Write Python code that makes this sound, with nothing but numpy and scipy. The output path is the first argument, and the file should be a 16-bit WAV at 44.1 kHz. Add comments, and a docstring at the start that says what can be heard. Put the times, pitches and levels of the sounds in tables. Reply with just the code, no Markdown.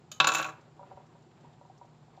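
"""Over a low appliance hum and a faint rustle of sleeves, a jar lid ticks on a hard kitchen countertop.
It drops, bounces and rattles to rest within a third of a second, each impact exciting damped modes of
lid and slab. Then small cucumbers are pushed into a glass jar: the enclosed air resonates in soft hollow
knocks, fingers bump the glass and wet skins tick. The small room reverberates briefly."""
import sys
import numpy as np
from scipy import signal
from scipy.fft import rfft, irfft
from scipy.io import wavfile
from scipy.ndimage import map_coordinates

SR = 44100
rng = np.random.default_rng(int(sys.argv[2]) if len(sys.argv) > 2 else 0)


def master(y):
    """Save y as 16-bit WAV."""
    cut = np.clip(np.atleast_2d(y).T, -1, 1)
    pcm = np.round(cut * 32767)  # scale
    wavfile.write(sys.argv[1], SR, pcm.astype(np.int16))


N = 97020

# Appliance hum. Each row: frequency in Hz, rms level in dB.
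HUM_TONES = [(118.4, -67), (134.6, -70.5), (150.7, -64), (242.2, -71.5), (339.1, -81)]
# Steady noise of the room. Each row: frequency in Hz, relative spectral density in dB.
AMBIENT_SPECTRUM = [(15, -60), (25, -27), (64, -14), (116, -8), (144, -1.5), (169, -1.5), (198, -7.5),
                    (274, -19), (331, -9.5), (598, -27), (741, -11.5), (1800, -33), (4040, -31.5),
                    (6550, -38), (7300, -30), (9300, -66), (15500, -67.5)]
# Rubbing hands and sleeves. Each row: frequency in Hz, relative spectral density in dB.
RUSTLE_SPECTRUM = [(60, -18.5), (150, -3), (400, 6.5), (950, -0.5), (1500, -6.5), (4000, -19), (9000, -43)]
# Course of the rustle. Each row: time in seconds, level in dB.
RUSTLE_ENVELOPE = [(0, -64), (.15, -70.5), (.5, -62.5), (.72, -64.5), (.88, -61), (1.1, -64), (1.33, -66),
                   (1.43, -61.5), (1.55, -66.5), (1.8, -66), (2, -66), (2.2, -65)]
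# Light touches of the lid's rim. Each row: start in seconds, level in dB.
RIM_TOUCHES = [(.1160, -33), (0.119, -36.5), (0.1224, -46), (.1675, -58)]
# Modes of the rim. Each row: frequency in Hz, relative level in dB, T60 in seconds.
RIM_MODES = [(625, -19, .07), (1255, -14, .07), (3020, -12, .085), (3690, -14, .055), (3970, -14, .05),
             (4640, -15, .05), (6410, -11, .065), (6730, -5, .04), (6850, -1, .018), (7000, -5, .025),
             (11600, -20, .02), (14400, -26, .03)]
# Dense, short-lived modes of a contact. Each row: frequency in Hz, relative spectral density in dB.
CLACK_SPECTRUM = [(100, -34.5), (400, -19.5), (800, -5.5), (1050, -3), (1500, -0.5), (1950, -13),
                  (2600, -6), (3100, -9.5), (3900, -7.5), (4800, -18), (6000, -12.5), (7150, -9.5),
                  (7900, -27), (9300, -35.5), (11000, -37.5), (13000, -40), (14600, -30), (15700, -50)]
# Reverberation of the kitchen. 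Each row: frequency in Hz, T60 in seconds.
ROOM_DECAY = [(150, 0.31), (1000, .4), (2300, 0.33), (7000, 0.23), (14000, 0.27)]
# Impacts of the lid on the counter. Each row: start in seconds, level in dB, then colour in dB
# near 2.5 kHz, near 4 kHz, near 7 kHz and above 10 kHz.
LID_IMPACTS = [(0.2007, -14.5, 1, 3.5, -9.5, -20.5), (0.2051, -25, 8, 7.5, -7, 4),
               (0.2436, -20.5, 1.5, 2.5, -7, -13.5), (.2708, -17.5, 0.5, 0, 3.5, -2),
               (0.2751, -32.5, 1, 10, 1, 24), (0.2863, -25, 5.5, 6.5, -6, -10),
               (0.2933, -24.5, -13, -8, -21, -9), (0.3187, -24.5, -2, 0, -1, -9),
               (0.337, -30.5, -2, 4.5, 4, 15.5), (0.3467, -23.5, 3, -3.5, 7, 9),
               (0.352, -32.5, 6, 9, 6, 21), (.366, -29, -9, -3, -1, 3.5), (0.373, -30.5, 1, -5, 0, 3.5),
               (0.3836, -31.5, -2.5, -3, 5.5, 12.5), (0.39, -31.5, 7.5, -3, -5, -4),
               (0.3969, -26, -6, -6.5, -6, -5), (.403, -33.5, 5, 1.5, -8, -2),
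               (.414, -33.5, 6, -9, -15, 13), (0.4234, -33.5, -17, -6, -5, 0),
               (0.427, -36.5, 7.5, 6.5, 4.5, 5), (0.444, -34, 7, -6, 0, 0.5),
               (0.4506, -30.5, 3, -13, -10, -6), (0.463, -39, -2, -9, 1, -1), (0.4743, -43, -10, -8, -4, 5),
               (0.4854, -36.5, -3, -11, -21, -9), (.491, -37.5, -18, -24, -5, -2),
               (0.498, -44.5, -8, -4, -12, -4), (.507, -51, -4, -20, -12, -10)]
# Corners of an impact's colour curve. Each entry: frequency in Hz.
COLOUR_CORNERS_HZ = [1620, 2380, 3570, 4350, 6840, 8500, 10580]
# Modes of the lid on the counter. Each row: frequency in Hz, relative level in dB, T60 in seconds.
LID_MODES = [(318.6, -21.5, 0.24), (617, -17.5, 0.16), (763, -14.5, 0.17), (984, -14, .22),
             (1064, -14.5, 0.052), (1122.4, -4, 0.12), (1219, -10, 0.08), (1359, -6, 0.1), (1460, -12, .15),
             (1545, -13.5, 0.057), (1640, -16.5, 0.12), (2632, -3, 0.066), (2846, -16.5, 0.058),
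             (3480, -12, 0.022), (3904, -12.5, 0.048), (4020, -16.5, 0.043), (7000, -11, 0.06),
             (7364, -17.5, .05), (10850, -37.5, .05), (14550, -29, .03)]
# Modes of the counter slab. Each row: frequency in Hz, relative level in dB, T60 in seconds.
SLAB_MODES = [(150, -23, 0.2), (205, -25, .09), (442, -22.5, 0.2), (544, -20.5, 0.23)]
# Cucumber knocks. Each row: start in seconds, level in dB, most strongly excited frequency in Hz,
# loss to either side of it in dB per octave.
CUCUMBER_KNOCKS = [(.581, -58, 888, 7.5), (.7925, -41.5, 1010, 13.5), (.809, -43, 599, 14.5),
                   (.828, -40, 1165, 11.5), (.9115, -40, 830, 14), (.918, -45.5, 740, 13.5),
                   (.9725, -45, 900, 1.5), (1.0, -52, 900, 6.5), (1.151, -54.5, 945, 6.5),
                   (1.445, -49.5, 994, 13), (1.61, -50, 700, 0), (1.649, -50, 1000, 14),
                   (1.698, -43, 763, 45.5), (1.812, -42.5, 980, 15), (1.845, -51.5, 760, 22),
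                   (2.078, -53, 760, 32), (2.175, -42.5, 747, 36)]
# Modes of the air in the jar. Each row: frequency in Hz, relative level in dB, T60 in seconds.
CAVITY_MODES = [(572, 2, 0.077), (759, 6.5, 0.037), (957, 3.5, 0.068), (1193, -8.5, 0.046),
                (1368, -6, 0.037)]
# Fingers meeting the glass. Each row: start in seconds, level in dB, frequency in Hz.
FINGER_BUMPS = [(0.581, -49.5, 350), (.95, -43.5, 105), (1.028, -55.5, 235), (1.117, -50, 349.4),
                (1.264, -44.5, 352.7), (1.553, -55.5, 325)]
# Slips of wet skin. Each row: start in seconds, level in dB, emphasised frequency in Hz.
SKIN_SLIPS = [(.61, -63, 6000), (.766, -72.5, 8930), (1.062, -63, 6000), (1.22, -65.5, 6030),
              (1.309, -62.5, 1900), (1.406, -63.5, 5000), (1.529, -61.5, 3806), (1.66, -69, 6130),
              (1.776, -59.5, 5504), (1.851, -64.5, 6500), (2.165, -61.5, 3785)]
# Friction noise of wet skin. 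Each row: frequency in Hz, relative spectral density in dB.
SLIP_SPECTRUM = [(500, -10), (1500, 0), (4000, 0), (7400, -2), (9000, -22), (12000, -17), (15000, -30)]

EVENT_SAMPLES = SR // 2
RING_ATTACK_S, CLACK_ATTACK_S = 0.00063, 0.0005


def amp(db):
    """Amplitude ratio of a level in decibels."""
    return 10 ** (np.asarray(db) / 20)


def unit_rms(x):
    """Normalisation to an rms value of 1."""
    return x / np.sqrt(np.mean(x ** 2) + 1e-20)


def along(points, hz):
    """Interpolation of (Hz, value) points on a logarithmic frequency axis."""
    corners_hz, values = np.transpose(points)
    return np.interp(np.log(hz + 1), np.log(corners_hz + 1), values)


def shaped(x, gain):
    """Linear filtering: the spectrum of x is multiplied by gain(hz)."""
    return irfft(rfft(x) * gain(np.fft.rfftfreq(len(x), 1 / SR)), len(x))


def noise(spectrum, size=EVENT_SAMPLES):
    """Filtered white noise takes on the given spectral shape, here at rms 1."""
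    return unit_rms(shaped(rng.standard_normal(size), lambda hz: amp(along(spectrum, hz))))


def wander(rate_hz):
    """Smooth random modulation: a spline through rate_hz random values a second."""
    t = np.arange(N) / SR
    return map_coordinates(rng.standard_normal(int(N * rate_hz / SR) + 4), [t * rate_hz])


def fade(attack_s, t60_s):
    """Damping: after a quick rise, an exponential decay of 60 dB per t60_s."""
    age = np.arange(EVENT_SAMPLES) / SR
    return (1 - np.exp(-age / attack_s)) * np.exp(-np.log(1000) * age / t60_s)


def ring(modes, attack_s, colour=lambda hz: 1, scatter_db=0.5):
    """Modal superposition: damped sinusoids of random phase and slightly scattered strength."""
    age = np.arange(EVENT_SAMPLES) / SR
    out = np.zeros(EVENT_SAMPLES)
    for hz, db, t60_s in modes:
        strength = colour(hz) * amp(db + scatter_db * rng.standard_normal())
        out += strength * fade(attack_s, t60_s) * np.sin(2 * np.pi * (hz * age + rng.random()))
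    return out


def add(track, start_s, sound):
    """Superposition of a sound on the track from start_s onward."""
    part = track[max(0, round(start_s * SR)):][:len(sound)]
    part += sound[:len(part)]


def in_room(direct, send_db=0, reverb_db=-10.5, delay_s=0.012):
    """Reverberation: diffuse reflections follow the direct sound, each band decaying at its own rate."""
    hz, t, bands = signal.stft(rng.standard_normal(EVENT_SAMPLES), SR, nperseg=256)
    decay = np.exp(-np.log(1000) * t / along(ROOM_DECAY, hz)[:, None])
    tail = signal.istft(bands * decay, SR)[1]
    reflections = signal.fftconvolve(direct, tail / np.linalg.norm(tail))
    out = np.pad(direct, (0, EVENT_SAMPLES))
    add(out, delay_s, amp(reverb_db + send_db) * reflections)
    return out


def appliance_hum(wander_rad=0.62):
    """Phase modulation makes the low tones of an appliance slightly unsteady."""
    t = np.arange(N) / SR
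    out = np.zeros(N)
    for hz, db in HUM_TONES:
        phase = 2 * np.pi * (hz * t + rng.random()) + wander_rad * wander(rate_hz=5)
        out += amp(db) * np.sqrt(2) * np.sin(phase)
    return out


def sleeve_rustle(flicker_db=2):
    """Friction of hands and sleeves gives broadband noise whose level flickers."""
    course_db = np.interp(np.arange(N) / SR, *np.transpose(RUSTLE_ENVELOPE))
    return amp(course_db + flicker_db * wander(rate_hz=61)) * noise(RUSTLE_SPECTRUM, N)


def rim_ticks(tilt_db_per_octave=6):
    """Light impacts excite the rim's high modes and a bright crack just before the lid falls."""
    out = np.zeros(N)
    crack_spectrum = [(hz, db + tilt_db_per_octave * np.log2(hz)) for hz, db in CLACK_SPECTRUM]
    for start_s, db in RIM_TOUCHES:
        crack = amp(-7.5) * noise(crack_spectrum) * fade(CLACK_ATTACK_S, t60_s=0.055)
        add(out, start_s, amp(db) * in_room(ring(RIM_MODES, RING_ATTACK_S) + crack))
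    return out


def clack(colour, split_hz=9000):
    """Overlapping modes merge into a noise burst; its highest fizz rises later and dies sooner."""
    grain = shaped(noise(CLACK_SPECTRUM), colour)
    fizz = shaped(grain, lambda hz: hz > split_hz)
    body = (grain - fizz) * fade(CLACK_ATTACK_S, t60_s=0.042)
    return amp(1) * (body + fizz * fade(attack_s=0.0012, t60_s=0.035))


def lid_bounces(cutoff_hz=163):
    """Each impact sets lid and slab in free vibration; the lid, a small radiator, gives little bass."""
    out = np.zeros(N)
    bass_cut = signal.butter(2, cutoff_hz, "highpass", fs=SR, output="sos")
    for start_s, db, mid_db, hard_db, bright_db, top_db in LID_IMPACTS:
        curve = list(zip(COLOUR_CORNERS_HZ, [0, mid_db, hard_db, hard_db, bright_db, bright_db, top_db]))
        colour = lambda hz: amp(along(curve, hz))
        tones = amp(-1) * ring(LID_MODES, RING_ATTACK_S, colour)
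        lid = in_room(tones, send_db=-7) + in_room(clack(colour))  # the tones reach the room less
        thud = in_room(ring(SLAB_MODES, attack_s=0.0057))
        add(out, start_s, amp(db) * (signal.sosfilt(bass_cut, lid) + thud))
    return out


def cucumber_knocks():
    """Cavity resonance: soft impacts sound the air in the jar, which keeps part of it from the room."""
    out = np.zeros(N)
    for start_s, db, centre_hz, loss_db_per_octave in CUCUMBER_KNOCKS:
        focus = lambda hz: amp(-loss_db_per_octave * abs(np.log2(hz / centre_hz)))
        knock = ring(CAVITY_MODES, attack_s=0.0035, colour=focus)
        add(out, start_s, amp(db) * in_room(knock, send_db=-4))
    return out


def finger_bumps():
    """A soft impact of a finger on the jar excites one low, heavily damped mode."""
    out = np.zeros(N)
    for start_s, db, hz in FINGER_BUMPS:
        add(out, start_s, ring([(hz, db, 0.066)], attack_s=0.0042))  # T60 of 66 ms
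    return out


def wet_ticks(loss_db_per_octave=9):
    """Friction of wet cucumber skin gives brief noise bursts, each weighted toward one frequency."""
    out = np.zeros(N)
    for start_s, db, centre_hz in SKIN_SLIPS:
        focus = lambda hz: amp(-loss_db_per_octave * abs(np.log2((hz + 1) / centre_hz)))
        slip = unit_rms(shaped(noise(SLIP_SPECTRUM), focus))
        add(out, start_s, amp(db) * slip * fade(attack_s=0.005, t60_s=0.05))
    return out


def scene():
    """Superposition: the pressures of all sources add at one listening point."""
    background = appliance_hum() + sleeve_rustle() + amp(-62) * noise(AMBIENT_SPECTRUM, N)
    lid = rim_ticks() + lid_bounces()
    jar = cucumber_knocks() + finger_bumps() + wet_ticks()
    return (background + lid + jar)[None]


def record(dry, top_hz=15600, order=80):
    """Band limiting: a steep low-pass filter removes the highest treble."""
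    return np.array([shaped(x, lambda hz: 1 / (1 + (hz / top_hz) ** order)) for x in dry])


dry = scene()
out = record(dry)
master(out)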